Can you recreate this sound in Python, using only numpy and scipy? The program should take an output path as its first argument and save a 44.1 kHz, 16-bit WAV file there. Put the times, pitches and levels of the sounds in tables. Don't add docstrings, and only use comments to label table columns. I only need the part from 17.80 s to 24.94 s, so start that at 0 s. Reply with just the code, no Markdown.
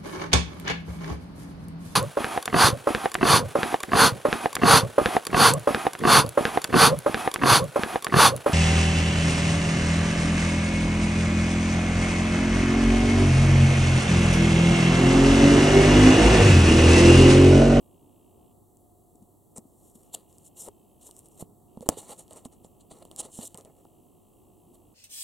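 import sys
import numpy as np
from scipy import signal
from scipy.fft import rfft, irfft
from scipy.io import wavfile

SR = 44100
rng = np.random.default_rng(int(sys.argv[2]) if len(sys.argv) > 2 else 0)


def digitize_waveform(pressure):
    field = np.atleast_2d(pressure).T
    bounded = np.clip(field, -1, 1)
    quanta = np.round(bounded * 32767).astype(np.int16)
    wavfile.write(sys.argv[1], SR, quanta)


N = 314950


def from_db(db):
    return 10 ** (np.asarray(db) / 20)


def rms_one(x):
    return x / np.sqrt(np.mean(x ** 2) + 1e-20)


def at_hz(points, hz):
    table_hz, values = np.array(points).T
    return np.interp(np.log(hz), np.log(table_hz), values)


def over_time(points, t_s):
    return np.interp(t_s, *np.transpose(points))


def drift(corner_hz):
    r = np.exp(-2 * np.pi * corner_hz * 40 / SR)
    noise = rng.standard_normal(N // 40 + 2002)
    slow = signal.lfilter([1], [1, -2 * r, r * r], noise)[2000:]
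    return np.interp(np.arange(N) / 40, np.arange(len(slow)), rms_one(slow))


def ring(clicks, hz, t60_s):
    r = from_db(-60 / (t60_s * SR))
    w = 2 * np.pi * hz / SR
    return signal.lfilter([0, np.sin(w)], [1, -2 * r * np.cos(w), r * r], clicks + 1e-18)


def pair(mid, side, likeness):
    likeness = np.clip(likeness, -1, 1)
    return np.sqrt(1 + likeness) * mid + np.sqrt(1 - likeness) * side * [[1], [-1]]


# freq_hz, likeness [0-1]
NOISE_LIKENESS = [(60, 0.36), (450, 0.36), (1200, 0.69), (2000, 0.09), (3300, 1), (5500, 1), (9000, 0.68),
                  (15000, 0.17)]


def coloured(spectrum):
    hz = np.maximum(np.fft.rfftfreq(N, 1 / SR), 1)
    mid, side = rfft(rng.standard_normal((2, N))) * from_db(at_hz(spectrum, hz))
    return rms_one(irfft(pair(mid, side, at_hz(NOISE_LIKENESS, hz)), N))


# freq_hz, density_db [dB per Hz]
MIC_HISS_SPECTRUM = [(1500, -9.5), (2100, -19.5), (2350, -28), (2800, -17.5), (4460, -15.5), (5000, -21.5),
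                     (6500, -11), (7100, -10), (7700, -0.5), (8300, -5.5), (9470, -3.5), (11300, -5),
                     (14200, -4.5), (16000, -5)]
MIC_HISS_DB = -67.5


def mic_hiss():
    return from_db(MIC_HISS_DB) * coloured(MIC_HISS_SPECTRUM)


# freq_hz, density_db [dB per Hz]
AIR_SPECTRUM = [(15, -39), (25, -6.5), (45, -11.5), (65, -5), (130, -4), (230, -4), (366, -2), (490, -11.5),
                (720, -12.5), (1160, -21), (1450, -34.5), (1880, -70), (3190, -120)]
# time_s, level_db
AIR_LEVEL_DB = [(0, -57.5), (.7, -58), (1, -61), (2.998, -57.5), (7.14, -59)]


def air():
    level_db = over_time(AIR_LEVEL_DB, np.arange(N) / SR) + 1.0 * drift(3.4)
    return from_db(level_db + [[-.6], [.6]]) * coloured(AIR_SPECTRUM)


# pitch_hz, level_db, waver_hz
HUM_TONES = [(50, -76, 4), (98.5, -70, 3), (716, -73, 3), (840, -84, 2)]


def hum():
    t = np.arange(N) / SR
    lead_rad = np.array([[.4], [-.4]])
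    out = np.zeros((2, N))
    for pitch_hz, level_db, waver_hz in HUM_TONES:
        gain = from_db(level_db + 3 + 1.8 * drift(waver_hz))
        out += gain * np.sin(2 * np.pi * (pitch_hz * t + rng.random()) + lead_rad)
    return out


# start_s, end_s, level_db
FOCUS_RUNS = [(0, 0.728, 7.5), (2.23, 3.657, 6.5), (3.881, 7.14, 6)]
# lag_s, level_db
FOCUS_CONTACTS = [(0, -77), (.0021, -76)]
# pitch_hz, level_db, t60_s
BARREL_MODES = [(2780, 1, .0075), (3190, 0, .0075), (3730, -7, .006)]
FOCUS_HZ, FOCUS_FIRST_S = 59.94, .0102
WHIRR_DRIVE_RMS_DB = -107


def focus_drive():
    t = np.arange(N) / SR
    running = sum(from_db(db) * ((t >= start_s) & (t < end_s)) for start_s, end_s, db in FOCUS_RUNS)
    cycle_s = np.arange(FOCUS_FIRST_S, N / SR - .01, 1 / FOCUS_HZ)
    drive = from_db(WHIRR_DRIVE_RMS_DB) * rng.standard_normal(N)
    for lag_s, level_db in FOCUS_CONTACTS:
        strength = from_db(level_db + rng.normal(0, 1.6, len(cycle_s)))
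        at = np.round((cycle_s + lag_s) * SR).astype(int)
        drive[at] += strength * rng.choice([-1, 1], len(cycle_s))
    out = np.zeros(N)
    for k, (pitch_hz, level_db, t60_s) in enumerate(BARREL_MODES):
        out += (-1) ** k * from_db(level_db) * ring(drive * running, pitch_hz, t60_s)
    return out


ROOM_T60_S = 0.032


def room(x):
    t = np.arange(SR // 4) / SR
    tail = rng.standard_normal((2, len(t))) * from_db(-60 * t / ROOM_T60_S) * (t > .003)
    tail /= np.sqrt(np.sum(tail ** 2, axis=1, keepdims=True))
    return signal.oaconvolve(x[None], tail, axes=1)[:, :N]


RIGHT_SHEET_FROM_S = 3.5


def by_sheet(values, t_s):
    return np.where(t_s < RIGHT_SHEET_FROM_S, *values)


# freq_hz, density_db [dB per Hz]
PAPER_COLOUR = [(1400, -18.5), (1900, -32.5), (2430, -34), (2900, -6), (4200, -10.5), (4900, -10.5),
                (6300, -7.5), (7400, 0.5), (8400, 0.5), (9300, -1.5), (10400, -4.5), (11800, -13),
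                (13200, -21.5), (16000, -35.5)]


def paper_pulse(low_hz, high_hz, size=2048):
    hz = np.maximum(np.fft.rfftfreq(size, 1 / SR), 1)
    cepstrum = irfft(np.log(from_db(at_hz(PAPER_COLOUR, hz))))
    cepstrum[1:size // 2] *= 2
    cepstrum[size // 2 + 1:] = 0
    pulse = irfft(np.exp(rfft(cepstrum)))
    band = signal.butter(5, [low_hz, high_hz], "band", fs=SR, output="sos")
    pulse = signal.sosfilt(band, pulse)
    return pulse / np.sqrt(np.sum(pulse ** 2))


# time_s, level_db, pitch_hz (main mode), other_db (other parts)
BUCKLES = [(1.3512, -49, 303, -17), (1.421, -44, 206, -17), (1.7831, -35.5, 221, -2),
           (1.852, -44, 270, -22), (2.1558, -44.5, 232, -9), (2.3419, -41.5, 717, -26),
           (2.8776, -34.5, 554, -21), (2.886, -39, 406, 5.5), (3.2923, -54, 418, 10),
           (3.6248, -34.5, 175, 5.5), (3.9733, -34.5, 226, 0), (4.008, -36.5, 220, -5),
           (4.027, -35, 510, -25), (4.0617, -40, 416, 1), (4.0692, -40, 383, 1), (4.0891, -21.5, 299, 12.5),
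           (4.1716, -33.5, 437, -13), (4.5096, -40.5, 630, -30), (4.6563, -34.5, 248, 1),
           (4.8474, -49, 212, 7.5), (5.1186, -49, 212, 8), (5.221, -45, 654, -15), (5.2525, -52, 263, 10.5),
           (5.3132, -47.5, 323, 4.5), (5.589, -29.5, 225, -4), (5.7456, -41, 192, -9.5),
           (5.849, -50.5, 220, 4.5), (6.0526, -48, 370, 4.5)]
# pitch_ratio [x main], level_db, t60_share [x t60 of main]
OTHER_PARTS = [(.25, -25.5, 1.3), (2.302, 2.5, 0.18), (3.7, -1, 0.18)]
THUMP_T60_AT_300_HZ_S, THUMP_T60_POWER = 0.041, -0.019
THUMP_CONTACT_CYCLES = 0.05
THUMP_PAN_DB = (3.5, -6)


def thumps():
    out = np.zeros((2, N))
    t = np.arange(6000) / SR
    for time_s, level_db, pitch_hz, other_db in BUCKLES:
        at = round(time_s * SR)
        t60_s = THUMP_T60_AT_300_HZ_S * (pitch_hz / 300) ** THUMP_T60_POWER
        pan_db = by_sheet(THUMP_PAN_DB, time_s)
        push = np.exp(-t * pitch_hz / THUMP_CONTACT_CYCLES)
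        push /= push.sum()
        swing = signal.lfilter(*signal.butter(1, pitch_hz / 1.5, "high", fs=SR), push)
        main = ring(swing, pitch_hz, t60_s) * from_db([[pan_db / 2], [-pan_db / 2]])
        others = np.zeros(len(t))
        for ratio, part_db, t60_share in OTHER_PARTS:
            others += from_db(other_db + part_db) * ring(push, pitch_hz * ratio, t60_s * t60_share)
        out[:, at:at + 6000] -= from_db(level_db + 3) * (main + others)
    return signal.sosfilt(signal.butter(4, 1250, fs=SR, output="sos"), out)


# time_s, level_db (peak of hiss band), rasp_db (re level_db)
FLICKS = [(0.9707, -47, -27), (1.7729, -31.5, -36), (1.7814, -28, -22), (2.2332, -47, -18),
          (2.5278, -46, -18), (2.5834, -38.5, -37), (2.8856, -33.5, -16), (3.3111, -34.5, -11),
          (3.3657, -36.5, -27), (3.3917, -33.5, -38), (3.4585, -41, -18), (3.4856, -43, -28),
          (3.9726, -51.5, -7), (4.0079, -42, -10.5), (4.0892, -2.5, -20.5), (4.3635, -50, -11),
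          (4.4802, -47.5, -5), (4.509, -38.5, -7.5), (4.5323, -33, -30), (4.6516, -35.5, -5),
          (4.8457, -48.5, -3), (5.187, -46, -25), (5.2517, -39, -10.5), (5.3136, -38, -2.5),
          (5.3621, -28, -15.5), (5.415, -37, -1), (5.7447, -32, -8), (5.7548, -45, -16),
          (5.7746, -29.5, -20), (5.8099, -40.5, -12), (5.8495, -39, -12), (5.8565, -53, -5),
          (6.0508, -52, -8)]
# low_hz, high_hz
PAPER_BANDS_HZ = [(4900, 11300), (1500, 4900), (11300, 17000)]
SNAP_TOP_DB, SNAP_TOP_LIKENESS = -5.5, 0.299
SNAP_DECAY_AT_MINUS_40_DB_S = 0.00031
SNAP_GROWTH_DB_PER_DB = 0.093
SNAP_RING_HZ, SNAP_RING_T60_S, SNAP_RING_DB = 8235, 0.0078, -18.5


def snaps():
    out = np.zeros((2, N))
    t = np.arange(100) / SR
    pulses = [paper_pulse(*band)[:800] for band in PAPER_BANDS_HZ]
    click = np.eye(1, 800)[0]
    pulses[0] = pulses[0] + from_db(SNAP_RING_DB) * ring(click, SNAP_RING_HZ, SNAP_RING_T60_S)
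    for time_s, level_db, rasp_db in FLICKS:
        at = round(time_s * SR)
        decay_s = SNAP_DECAY_AT_MINUS_40_DB_S * from_db(SNAP_GROWTH_DB_PER_DB * (level_db + 40))
        cracks = np.eye(1, 100) + .55 * rng.standard_normal((2, 100))
        mid, side = cracks * np.exp(-t / decay_s)
        bands = zip(pulses, (0, rasp_db, SNAP_TOP_DB), (1, 1, SNAP_TOP_LIKENESS))
        for pulse, part_db, likeness in bands:
            part = signal.convolve(pair(mid, side, likeness), pulse[None])
            part /= np.abs(part).max()
            out[:, at:at + part.shape[1]] += from_db(level_db + part_db) * part
    return out


# full_s (full strength from), rise_s, hold_s, fall_s,
# hiss_db, rasp_db (near 3 kHz, re hiss), flutter_db (re hiss)
SLIDES = [(1.355, 0.0037, 0.0027, .006, -64, -18, -8), (1.424, 0.0045, 0.0034, .006, -62.5, -18, -12),
          (1.761, 0.0049, 0.019, 0.016, -48, -18, -4.5), (2.09, 0.28, .003, 0.065, -64, -14, -12),
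          (2.154, 0.012, 0.0033, 0.034, -58.5, -13, -14), (2.196, 0.02, 0.069, 0.1, -71, -11, -3.5),
          (2.343, 0.012, 0.0065, 0.0033, -37, -6, -11.5), (2.349, .005, .003, 0.078, -57, -3.5, -1),
          (2.492, .012, 0.14, 0.033, -70.5, -12, -6.5), (2.652, 0.019, .03, .012, -57, -14, -20),
          (2.77, 0.016, 0.1, 0.015, -53, -12, -12), (2.803, 0.023, 0.0051, 0.043, -43.5, -22, -35),
          (2.878, 0.033, .006, 0.011, -57, -7, 6.5), (3.214, 0.014, .003, 0.1, -58, -10.5, -10),
          (3.266, 0.039, 0.0088, 0.049, -52, -15, -14.5), (3.385, .07, 0.0033, 0.039, -57.5, -18, -8.5),
          (3.463, 0.043, .003, 0.027, -62, -13, -7.5), (3.516, 0.016, .003, .11, -65, -17, -33),
          (3.611, 0.033, .003, 0.017, -45.5, -10.5, -5), (4.019, 0.0074, .003, 0.033, -54.5, -10, -0.5),
          (4.059, 0.0043, .003, 0.027, -58, -9, 2), (4.096, 0.0074, 0.0019, 0.0068, -38.5, -13, 1.5),
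          (4.106, .01, 0.035, 0.037, -56, -4, 6.5), (4.179, 0.018, 0.0066, 0.044, -43.5, -6, -8.5),
          (4.205, 0.018, .04, 0.049, -62, -14, -3), (4.299, 0.043, 0.032, 0.024, -47.5, -7, -4),
          (4.391, 0.021, 0.0032, 0.047, -46.5, -12, -8.5), (4.525, 0.047, .003, 0.034, -55.5, -7, -0.5),
          (4.568, 0.027, 0.0028, 0.052, -53, -8.5, -1), (4.651, 0.0062, 0.0053, 0.017, -51.5, -9, -4),
          (4.724, 0.015, 0.0027, 0.034, -61, -8.5, -3), (4.847, 0.017, .003, 0.04, -59.5, -12, -5),
          (5.01, 0.017, .003, 0.022, -62.5, -5, -16), (5.115, 0.013, 0.0024, 0.03, -49.5, -5.5, -2),
          (5.15, 0.016, 0.057, .06, -65.5, -9.5, 3.5), (5.224, 0.0085, 0.0019, 0.0068, -56.5, 0, 5),
          (5.251, .004, .003, 0.048, -65, -7, -4), (5.315, .008, 0.0027, 0.074, -63.5, -10, 3),
          (5.393, 0.016, 0.012, 0.011, -32.5, -12.5, -17), (5.453, 0.057, 0.0026, 0.022, -47.5, -7, -1.5),
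          (5.484, 0.014, 0.0072, .02, -72.5, -15, 16), (5.533, 0.039, 0.046, .03, -49.5, -13, -20),
          (5.588, 0.015, 0.052, 0.027, -48.5, -6.5, -5), (5.658, 0.04, 0.019, 0.0044, -43, -15, -42),
          (5.682, .012, 0.055, .01, -67.5, -8, -5), (5.749, 0.0086, .003, 0.021, -64, -23, 13.5),
          (5.78, 0.0089, 0.0025, 0.0083, -54.5, -16, -3.5), (5.785, .006, 0.0037, 0.055, -59, -9, 4),
          (5.854, 0.0058, 0.0025, 0.021, -68, -22, 11.5), (5.873, 0.018, 0.025, 0.05, -80, -12, 14.5),
          (5.965, 0.01, 0.043, .03, -72.5, -10, 5), (6.945, .02, 0.011, 0.013, -63, -8.5, -9.5)]
# time_s, level_db (re hiss)
TOP_LEVEL = [(1.76, -24), (2.1, -3), (2.8, -8), (3.3, -9), (3.61, -4.5), (4.1, -10), (4.7, -12), (5.4, -17),
             (5.6, -10), (7, -4)]
# time_s, pitch_hz
FLUTTER_PITCH = [(1.76, 600), (2.8, 620), (2.88, 553), (3.6, 605), (4.02, 516), (4.13, 600), (4.199, 680),
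                 (4.3, 820), (4.4, 670), (4.57, 740), (5.118, 606), (5.33, 545), (5.4, 716), (5.47, 507),
                 (5.62, 664), (5.8, 584)]
COLOUR_EDGES_HZ = [1500, 3400, 4900, 6600, 8000, 9500, 11300]
RAMP_DB = 20
FLUTTER_RISE_SHARE, FLUTTER_FALL_SHARE = 0.96, 0.83
TOP_LIKENESS, FLUTTER_LIKENESS = 0.47, 0.87


def stroke_gains():
    t = np.arange(N) / SR
    gains = np.zeros((4, N))
    for full_s, rise_s, hold_s, fall_s, hiss_db, rasp_db, flutter_db in SLIDES:
        on = slice(round((full_s - 4 * rise_s) * SR), round((full_s + hold_s + 4 * fall_s) * SR))
        before = (full_s - t[on]) / rise_s
        after = (t[on] - full_s - hold_s) / fall_s
        shape_db = -RAMP_DB * np.maximum(np.maximum(before, after), 0)
        parts_db = [[0], [rasp_db], [over_time(TOP_LEVEL, full_s)]]
        gains[:3, on] += from_db(hiss_db + shape_db + parts_db)
        share = np.where(t[on] < full_s, FLUTTER_RISE_SHARE, FLUTTER_FALL_SHARE)
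        gains[3, on] += from_db(hiss_db + flutter_db + share * shape_db)
    return gains


def sheet_flutter(shaken):
    pitch_hz = over_time(FLUTTER_PITCH, np.arange(N) / SR)
    out = np.zeros((2, N))
    for hz in np.geomspace(180, 1250, num=10):
        near = np.exp(-(np.log(pitch_hz / hz) / .45) ** 2) + .18
        out += near * from_db(2.2 * drift(30)) * rms_one(ring(shaken, hz, 15.0 / hz))
    return out


def strokes():
    gains = stroke_gains()
    sizes_db = 3.5 * np.minimum(rng.exponential(1, (2, N)), 3) + 1.8 * drift(150)
    catches = rng.random((2, N)) < 14000 / SR
    grains, other = rms_one(catches * from_db(sizes_db) * rng.choice([-1, 1], (2, N)))

    top_pulse = paper_pulse(*PAPER_BANDS_HZ[2])[None]
    top = pair(gains[2] * grains, gains[2] * other, TOP_LIKENESS)
    out = signal.oaconvolve(top, top_pulse, axes=1)[:, :N]

    for gain, band in zip(gains, PAPER_BANDS_HZ[:2]):
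        rubbed = signal.oaconvolve(gain * grains, paper_pulse(*band))[:N]
        edges = [hz for hz in COLOUR_EDGES_HZ if band[0] <= hz <= band[1]]
        for patch in zip(edges, edges[1:]):
            part = signal.sosfilt(signal.butter(1, patch, "band", fs=SR, output="sos"), rubbed)
            out += from_db(2.0 * drift(45) - 2.5) * part

    flutter = gains[3] * sheet_flutter(pair(grains, other, FLUTTER_LIKENESS))
    flutter = signal.sosfilt(signal.butter(2, 130, "high", fs=SR, output="sos"), flutter)
    return out + flutter / np.sqrt(3)


PAPER_PAN_DB = (1, -0.4)
ROOM_DB = -24.5


def scene():
    paper = thumps() + snaps() + strokes()
    pan_db = by_sheet(PAPER_PAN_DB, np.arange(N) / SR)
    near = paper * from_db(pan_db * [[.5], [-.5]])
    near = near + from_db(ROOM_DB) * room(paper.mean(axis=0))
    return near + focus_drive() + air() + hum() + mic_hiss()


SHELL_NOTCH_HZ, SHELL_NOTCH_WIDTH_HZ = 1535, 520
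CUTOFF_HZ = 15850


def record(dry):
    notch = signal.iirnotch(SHELL_NOTCH_HZ, SHELL_NOTCH_HZ / SHELL_NOTCH_WIDTH_HZ, fs=SR)
    notched = signal.lfilter(*notch, dry)
    rounded = notched / (1 + (np.abs(notched) / .76) ** 6) ** (1 / 6)
    return signal.sosfilt(signal.ellip(14, .5, 90, CUTOFF_HZ, fs=SR, output="sos"), rounded)


dry = scene()
out = record(dry)
digitize_waveform(out)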